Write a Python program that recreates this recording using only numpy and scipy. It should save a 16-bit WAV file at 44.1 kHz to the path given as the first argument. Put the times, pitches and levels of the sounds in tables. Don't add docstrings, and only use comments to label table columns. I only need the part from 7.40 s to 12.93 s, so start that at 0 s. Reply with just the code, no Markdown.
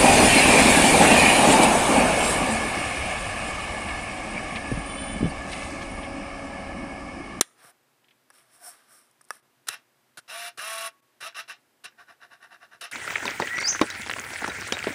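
import sys
import numpy as np
from scipy import signal
from scipy.fft import rfft, irfft, next_fast_len
from scipy.io import wavfile
from scipy.ndimage import uniform_filter1d, map_coordinates

SR = 44100
rng = np.random.default_rng(int(sys.argv[2]) if len(sys.argv) > 2 else 0)


def transcribe(signal):
    frames = np.atleast_2d(signal).T
    limited = np.clip(frames, -1, 1)
    pcm = np.round(limited * 32767).astype(np.int16)
    wavfile.write(sys.argv[1], SR, pcm)


N = 243678

# frequency in Hz, relative density in dB.
HISS_SPECTRUM = [(12, -56), (20, -27), (92, -21.5), (129, -7), (191, -21), (225, -8), (362, -12),
                 (549, -12.5), (746, -12.5), (1820, -15.5), (4810, -23), (5380, -24), (12100, -27),
                 (13500, -22.5), (15500, -35.5)]
SCRAPE_SPECTRUM = [(100, -19), (400, -8), (620, -3.5), (900, -5), (1500, -2.5), (2300, -6), (2800, -7.5),
                   (4500, -9), (7000, -18), (12000, -47)]
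SLIDE_HISS_SPECTRUM = [(3000, -30), (4800, -12.5), (5450, -1.5), (6600, -13.5), (8500, 1.5), (10800, -0.5),
                       (11300, -12), (12800, -5), (14400, -11), (15700, -31)]
IRIS_SPECTRUM = [(80, -48), (200, -26), (350, -18), (620, -6), (820, -15.5), (1450, 2.5), (1850, -6),
                 (2350, -10), (2900, -9), (4100, -6), (7200, -14), (10000, -19.5), (13500, -20.5),
                 (15500, -36)]
GEAR_GRIND_SPECTRUM = [(30, -45), (100, -21.5), (300, -20.5), (500, -9), (850, -10), (1300, -1.5),
                       (2200, -5), (3300, -5.5), (4700, -6.5), (6500, -10.5), (8000, -17), (12000, -66)]
GEAR_TREBLE_SPECTRUM = [(3000, -48), (5500, -11), (7000, -4), (8500, -3), (11200, -8.5), (11700, -7.5),
                        (13500, -8.5), (15000, -13), (15600, -39)]
GEAR_CREEP_SPECTRUM = [(60, -11), (400, -10.5), (650, -7), (1000, -5.5), (1650, -0.5), (2400, -14),
                       (4500, -14), (5700, -18), (7000, -20.5), (10000, -27.5), (14000, -32)]
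# frequency in Hz, rms level in dB.
WHINE_TONES = [(360.7, -84), (1647, -88.5), (5001, -90.5), (5997, -94), (8000, -90), (9001, -91),
               (9997, -88), (10998, -92.5), (12995, -96.5), (13997, -93.5)]
# start in seconds, hold in seconds, gain in dB.
BACKGROUND_DIPS = [(2.004, 0.02, -11), (3.607, 0.014, -12)]
# start in seconds, relative level in dB, chatter t60 in seconds,
# relative thump in dB.
SNAP_HITS = [(0.0095, -24.5, 0.0086, -2), (0.0107, -7.5, .012, 1), (2.2847, -26.5, 0.015, -15),
             (2.287, -19, 0.016, -19.5)]
# centre in Hz, width in Hz, relative level in dB.
SNAP_MODES = [(1490, 340, -3.5), (2050, 400, -7), (3580, 220, -2), (3960, 360, -1.5), (5680, 520, -2),
              (7414, 380, -2), (8930, 330, -1), (9416, 320, 0), (10900, 450, -7.5), (12940, 630, -12)]
# time of full speed, 20 dB rise, hold and 20 dB fall, all in seconds,
# then relative scrape and hiss levels in dB.
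BARREL_PUSHES = [(.195, .035, .006, .045, -58.5, -65), (.243, .035, .06, .016, -56.5, -58),
                 (.94, .02, .045, .09, -61.5, -62), (1.151, .075, .003, .04, -62, -59),
                 (1.272, .072, .008, .058, -52, -43), (1.34, .04, .012, .16, -60, -63.5),
                 (1.524, .052, 0.011, .17, -62, -57), (1.937, .055, 0.01, .056, -57, -56)]
# time of full level in seconds, hold in seconds, pitch in Hz, level in dB.
BARREL_SQUEAKS = [(0.241, .06, 708, -61.5), (1.257, 0.022, 708, -50), (1.52, 0.062, 1205, -65.5)]
# start in seconds, ring peak in dB, relative tick in dB.
STOP_KNOCKS = [(.249, -41, -9), (0.903, -41, 3.5), (0.9067, -40.5, -9), (1.811, -44, -6), (1.9063, -16, -4)]
# frequency in Hz, relative level in dB, t60 in seconds.
BARREL_MODES = [(560, -19, 0.041), (766, -30, .022), (960, -17, 0.021), (1250, 3.5, 0.034),
                (1480, 6.5, 0.01), (1690, 3.5, 0.028), (2610, -15.5, 0.048), (3440, -13, 0.015),
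                (4960, -5, .011), (5670, -6.5, 0.026)]
# start in seconds, relative level in dB.
SLIDE_CATCHES = [(1.712, -59.5), (1.814, -49.5), (1.842, -58), (1.85, -55.5), (1.887, -57)]
HOUSING_BUMPS = [(0.245, -54.5), (2.292, -49), (2.78, -52), (3.18, -49), (3.822, -53.5), (4.458, -59),
                 (5.424, -53.5)]
PLASTIC_TICKS = [(0.642, -54), (0.684, -50.5), (0.708, -49), (0.956, -55.5), (0.983, -52), (1.005, -55)]
GEAR_CLACKS = [(2.917, -50), (3.194, -32), (3.925, -52), (4.523, -61), (4.591, -53), (5.515, -43)]
# start in seconds, hold in seconds, level in dB.
IRIS_STEPS = [(2.2695, 0.014, -44.5), (2.772, .012, -41.5), (3.174, .012, -42.7), (3.805, .006, -44.5),
              (4.44, 0.011, -44), (5.4095, .004, -38.5), (5.512, .005, -41)]
# start in seconds, powered time in seconds, target shaft speed in Hz, braking fade
# in dB per second, relative drive level in dB, treble and orders 3, 5 and 6 in dB relative to the drive,
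# treble flutter depth in dB.
FOCUS_RUNS = [(2.272, 0.069, 221.8, 454, -37.5, -6.5, -19, -20, -21, 1),
              (2.877, .209, 234, 620, -37, -6, -6.7, -24, -32, 0.89),
              (3.173, .306, 223, 820, -35.7, -4.6, -6, -7.7, -7, 2.4),
              (3.803, 0.073, 230.2, 517, -35.5, -8, -10.5, -19, -7, 1),
              (3.944, 0.06, 232.1, 490, -35.2, -8.3, -13.5, -21, -6.5, 1),
              (4.076, 0.036, 219.3, 442, -36.6, -9.5, -22, -22, -17, 1),
              (4.437, 0.023, 215.4, 560, -37, -14, -24, -22, -14.5, 1),
              (5.409, .043, 220, 450, -34.5, -10, -19, -22, -10.5, 1),
              (5.511, .012, 220, 549, -35.5, -1, -22, -20, -18, 1)]
# shaft order, resonance in Hz, half-width in Hz.
STRONG_ORDERS = [(3, 691.4, 46), (5, 1115, 43), (6, 1220, 110)]
# shaft order, relative level in dB.
WEAK_ORDERS = [(1, -14.5), (2, -12), (4, 6), (7, -16), (8, -2), (9, 5), (10, 7.5), (11, -16), (12, -3.5),
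               (13, -8), (15, 10), (16, -14), (17, -9), (18, 5), (20, 3.5)]
# centre in Hz, width in Hz, lift in dB.
HOUSING_MODES = [(707, 122, 15), (925, 37, 9.5), (1145, 71, 13), (1480, 247, 9.5), (1843, 440, 11),
                 (2402, 93, 11.5), (2705, 184, 15.5), (2903, 173, 11), (3666, 165, 9), (3950, 204, 12),
                 (5300, 470, 10), (5840, 470, 6), (9040, 220, 14.5), (9870, 320, 10.5), (10630, 390, 20),
                 (13200, 600, 9.5)]
# start in seconds, nominal length in seconds, relative level in dB.
FOCUS_NUDGES = [(4.578, 0.073, -49.5), (4.674, 0.068, -49), (4.808, 0.058, -48), (4.907, 0.056, -48.5),
                (5.011, 0.069, -48), (5.105, 0.082, -48), (5.208, 0.06, -49), (5.309, 0.07, -49.5)]
# frequency in Hz, t60 in seconds.
ROOM_DECAY = [(150, .55), (1500, .5), (4000, 0.23), (9000, 0.48), (15000, .15)]


def amp(db):
    return 10 ** (np.asarray(db) / 20)


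def unit(x):
    return x / np.sqrt(np.mean(x ** 2) + 1e-20)


def along(points, hz):
    point_hz, values = np.transpose(points)
    return np.interp(np.log(hz + 1), np.log(point_hz + 1), values)


def wobble(rate_hz):
    knots = rng.standard_normal(int(N * rate_hz / SR) + 4)
    return map_coordinates(knots, [np.arange(N) * rate_hz / SR])


def filtered(x, response):
    size = next_fast_len(x.shape[-1] + SR // 4)
    return irfft(rfft(x, size) * response(np.fft.rfftfreq(size, 1 / SR)), size)[:x.shape[-1]]


def coloured(x, spectrum, lifts=()):
    def response(hz):
        lift_db = sum(db / (1 + (2 * (hz - centre) / width) ** 2) for centre, width, db in lifts)
        return amp(along(spectrum, hz) + lift_db)
    return unit(filtered(x, response))


def resonated(x, modes):
    def response(hz):
        return sum((-1) ** k * amp(db) * 1j * hz * width / (centre ** 2 - hz ** 2 + 1j * hz * width)
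                   for k, (centre, width, db) in enumerate(modes))
    return filtered(x, response)


def grit(spread_db):
    return rng.standard_normal(N) * amp(spread_db * wobble(1800))


def burst(t60_s, modes):
    t = np.arange(SR // 5) / SR
    spectrum = rfft(rng.choice([-1., 1.], len(t)) * amp(-60 * t / t60_s))
    power = np.abs(uniform_filter1d(np.abs(spectrum) ** 2, size=110))
    chatter = irfft(spectrum / np.sqrt(power + 1e-9), len(t)) * (t < t[-1] / 2)
    ring = resonated(chatter, modes)
    return ring / np.linalg.norm(ring) * np.sqrt(t60_s * SR / 6)


def swell(full_s, rise_s, hold_s, fall_s):
    t = np.arange(N) / SR - full_s
    away = np.maximum(-t / rise_s, (t - hold_s) / fall_s)
    return amp(-20 * np.clip(away, 0, 3) ** 1.4) * (away < 3)


def add(track, start_s, sound):
    part = track[max(round(start_s * SR), 0):][:len(sound)]
    part += sound[:len(part)]


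def background():
    t = np.arange(N) / SR
    whine = sum(amp(db) * np.sqrt(2) * np.sin(2 * np.pi * hz * t + .3 * wobble(6))
                for hz, db in WHINE_TONES)
    hiss = amp(-68.5) * coloured(rng.standard_normal(N), HISS_SPECTRUM)
    dip_db = sum(db * swell(start_s, .003, hold_s, .003) for start_s, hold_s, db in BACKGROUND_DIPS)
    return amp(dip_db) * (hiss + whine)


def snaps():
    out = np.zeros(N)
    body = resonated(signal.unit_impulse(SR // 5), [(359.7, 200, 0)])
    for start_s, db, t60_s, thump_db in SNAP_HITS:
        crack = amp(-1) * burst(t60_s, SNAP_MODES)
        crack += amp(-8) * burst(t60_s, [(1700, 1400, -1.4), (6250, 3000, -2), (9895, 3500, -1.2)])
        thump = amp(thump_db - 2.5) * body / np.abs(body).max()
        ring = amp(-21) * burst(.06, [(1520, 480, -1), (3200, 1300, -5), (9000, 670, -4.5)])
        add(out, start_s, amp(db) * (crack + thump + ring))
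    return out


def barrel_rub():
    scrape, hiss = np.zeros((2, N))
    for full_s, rise_s, hold_s, fall_s, scrape_db, hiss_db in BARREL_PUSHES:
        speed = swell(full_s, rise_s, hold_s, fall_s)
        scrape += amp(scrape_db) * speed ** .65
        hiss += amp(hiss_db) * speed
    scrape_lifts = [(669.2, 43, 5.9), (1175, 68, 6.6), (1530, 860, 4.8), (2147, 200, 1.8)]
    hiss_lifts = [(5380, 270, 5.6), (8850, 350, 2.2), (10650, 300, 3.2)]
    scrape *= coloured(grit(spread_db=1.5), SCRAPE_SPECTRUM, scrape_lifts)
    hiss *= coloured(grit(spread_db=2.5), SLIDE_HISS_SPECTRUM, hiss_lifts)
    out = amp(-2) * scrape + amp(.04) * hiss
    for full_s, hold_s, hz, db in BARREL_SQUEAKS:
        squeak_modes = [(hz, 38, 2.5), (1520, 130, -6.5), (14176, 250, -15.5)]
        squeak = unit(resonated(grit(spread_db=3.5), squeak_modes))
        out += amp(db) * swell(full_s, .075, hold_s, .036) * squeak
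    catch_modes = [(5300, 460, -5), (8900, 950, 2), (10600, 700, -2), (13130, 480, -13)]
    for start_s, db in SLIDE_CATCHES:
        add(out, start_s, amp(db) * burst(.012, catch_modes))
    return out


def housing_ticks_and_bumps():
    out = np.zeros(N)
    for start_s, db in PLASTIC_TICKS:
        add(out, start_s, amp(db - 9.5) * burst(.048, [(2097, 640, 0), (3280, 760, 0)]))
    for start_s, db in HOUSING_BUMPS:
        add(out, start_s, amp(db) * burst(.03, [(121, 58, -3), (404, 150, .95)]))
    return out


def barrel_knocks():
    out, t = np.zeros(N), np.arange(SR // 5) / SR
    for start_s, db, tick_db in STOP_KNOCKS:
        ring = sum(amp(mode_db + rng.normal(0, 1) - 60 * t / t60_s) * np.sin(2 * np.pi * hz * t)
                   for hz, mode_db, t60_s in BARREL_MODES)
        tick = burst(.0035, [(5330, 330, -.5), (8200, 990, -6), (10160, 720, 3)])
        add(out, start_s, amp(db) * ring / np.abs(ring).max())
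        add(out, start_s - .0005, amp(db + tick_db - 8) * tick)
    return signal.sosfilt(signal.butter(N=4, Wn=440, btype="high", fs=SR, output="sos"), out)


def iris(rise_s=.0024):
    drive = np.zeros(N)
    for start_s, hold_s, db in IRIS_STEPS:
        travel = swell(start_s + rise_s, rise_s, hold_s, fall_s=.017)
        jerk = amp(-10) * swell(start_s + rise_s, rise_s, hold_s=0, fall_s=.006)
        drive += amp(db) * (travel + jerk)
    return drive * coloured(grit(spread_db=1.5), IRIS_SPECTRUM, [(8970, 1100, 12.6), (10350, 730, 11.6)])


def motor_motion(start_hz=154.8, spin_up_s=.038, engage_s=.0098, treble_fade_db_per_s=480):
    t = np.arange(SR // 2) / SR
    shaft_hz = np.full(N, start_hz)
    speed_share, drive, treble_gain, flutter_db = np.zeros((4, N))
    order_gains = np.zeros((len(STRONG_ORDERS), N))
    for start_s, powered_s, target_hz, fade_db_per_s, db, treble_db, *orders_db, depth_db in FOCUS_RUNS:
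        speed = 1 - (1 - start_hz / target_hz) * np.exp(-t / spin_up_s)
        off_s = np.maximum(t - powered_s, 0)
        grip = 1 - np.exp(-t / engage_s)
        gain = amp(db - fade_db_per_s * off_s) * grip * speed
        add(drive, start_s, gain)
        add(treble_gain, start_s, gain * amp(treble_db - treble_fade_db_per_s * off_s) * speed ** 2.7)
        for track, order_db in zip(order_gains, orders_db):
            add(track, start_s, gain * amp(order_db))
        at = round(start_s * SR)
        speed_share[at:at + len(t)] = speed[:N - at]
        shaft_hz[at:at + len(t)] = target_hz * speed[:N - at]
        flutter_db[at:] = depth_db
    return shaft_hz, speed_share, drive, treble_gain, order_gains, flutter_db


def focus_motor(reduction=6):
    shaft_hz, speed_share, drive, treble_gain, order_gains, flutter_db = motor_motion()
    angle = 2 * np.pi * np.cumsum(shaft_hz * (1 + .002 * wobble(70))) / SR
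    mesh = unit(amp(2 * np.cos(angle) + .75 * wobble(170)))
    flutter = amp(flutter_db * np.cos(angle / reduction))
    grind = amp(-1.5) * coloured(grit(spread_db=-1), GEAR_GRIND_SPECTRUM, HOUSING_MODES)
    treble = amp(-.6) * coloured(grit(spread_db=-1), GEAR_TREBLE_SPECTRUM, HOUSING_MODES)
    rattle = mesh * (drive * grind + treble_gain * flutter * treble)

    def partial(order):
        return np.sqrt(2) * amp(1.16 * wobble(30)) * np.sin(order * angle + .036 * order * wobble(45))

    whine = np.zeros(N)
    for gain, (order, centre_hz, half_width_hz) in zip(order_gains, STRONG_ORDERS):
        resonance = 1 / (1 + ((order * shaft_hz - centre_hz) / half_width_hz) ** 2)
        whine += gain * resonance * partial(order)
    weak_whine = unit(sum(amp(db) * partial(order) for order, db in WEAK_ORDERS))
    whine += amp(-10) * drive * speed_share ** 5.8 * weak_whine
    ring = resonated(whine, [(1112, 2.1, -19)])
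    return rattle + whine + ring


def gear_clacks():
    out = np.zeros(N)
    for start_s, db in GEAR_CLACKS:
        add(out, start_s, amp(db) * burst(.022, [(1596, 100, 9), (2781, 300, -11), (5500, 1500, -32)]))
    return out


def focus_nudges():
    drive = sum(amp(db) * swell(start_s + .021, rise_s=.028, hold_s=.16 * length_s, fall_s=.043)
                for start_s, length_s, db in FOCUS_NUDGES)
    return drive * amp(.35) * coloured(grit(spread_db=3), GEAR_CREEP_SPECTRUM, HOUSING_MODES)


def room(x):
    bin_hz, t, noise = signal.stft(rng.standard_normal(SR // 2), SR, nperseg=256)
    decay = amp(-60 * t / along(ROOM_DECAY, bin_hz)[:, None])
    tail = signal.istft(noise * decay, SR, nperseg=256)[1]
    wet = signal.fftconvolve(x, tail / np.linalg.norm(tail))[:N]
    colour = [(200, -9.5), (1400, -.5), (3500, .5), (6000, -8.5), (9500, -6.5), (14000, -11.5)]
    return filtered(wet, lambda hz: amp(along(colour, hz)))


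def scene():
    clicks = snaps() + barrel_knocks() + gear_clacks()
    lens = focus_motor() + focus_nudges() + iris() + barrel_rub() + housing_ticks_and_bumps()
    reverb = room(amp(-27) * clicks + amp(-28) * lens)
    return (clicks + lens + reverb + background())[None]


def record(dry):
    low_hz, top_hz, taper_hz = 60, 15750, 600
    lean = signal.sosfilt(signal.butter(N=2, Wn=low_hz, btype="high", fs=SR, output="sos"), dry)
    return np.array([filtered(channel, lambda hz: np.clip((top_hz - hz) / taper_hz, 0, 1))
                     for channel in lean])


dry = scene()
out = record(dry)
transcribe(out)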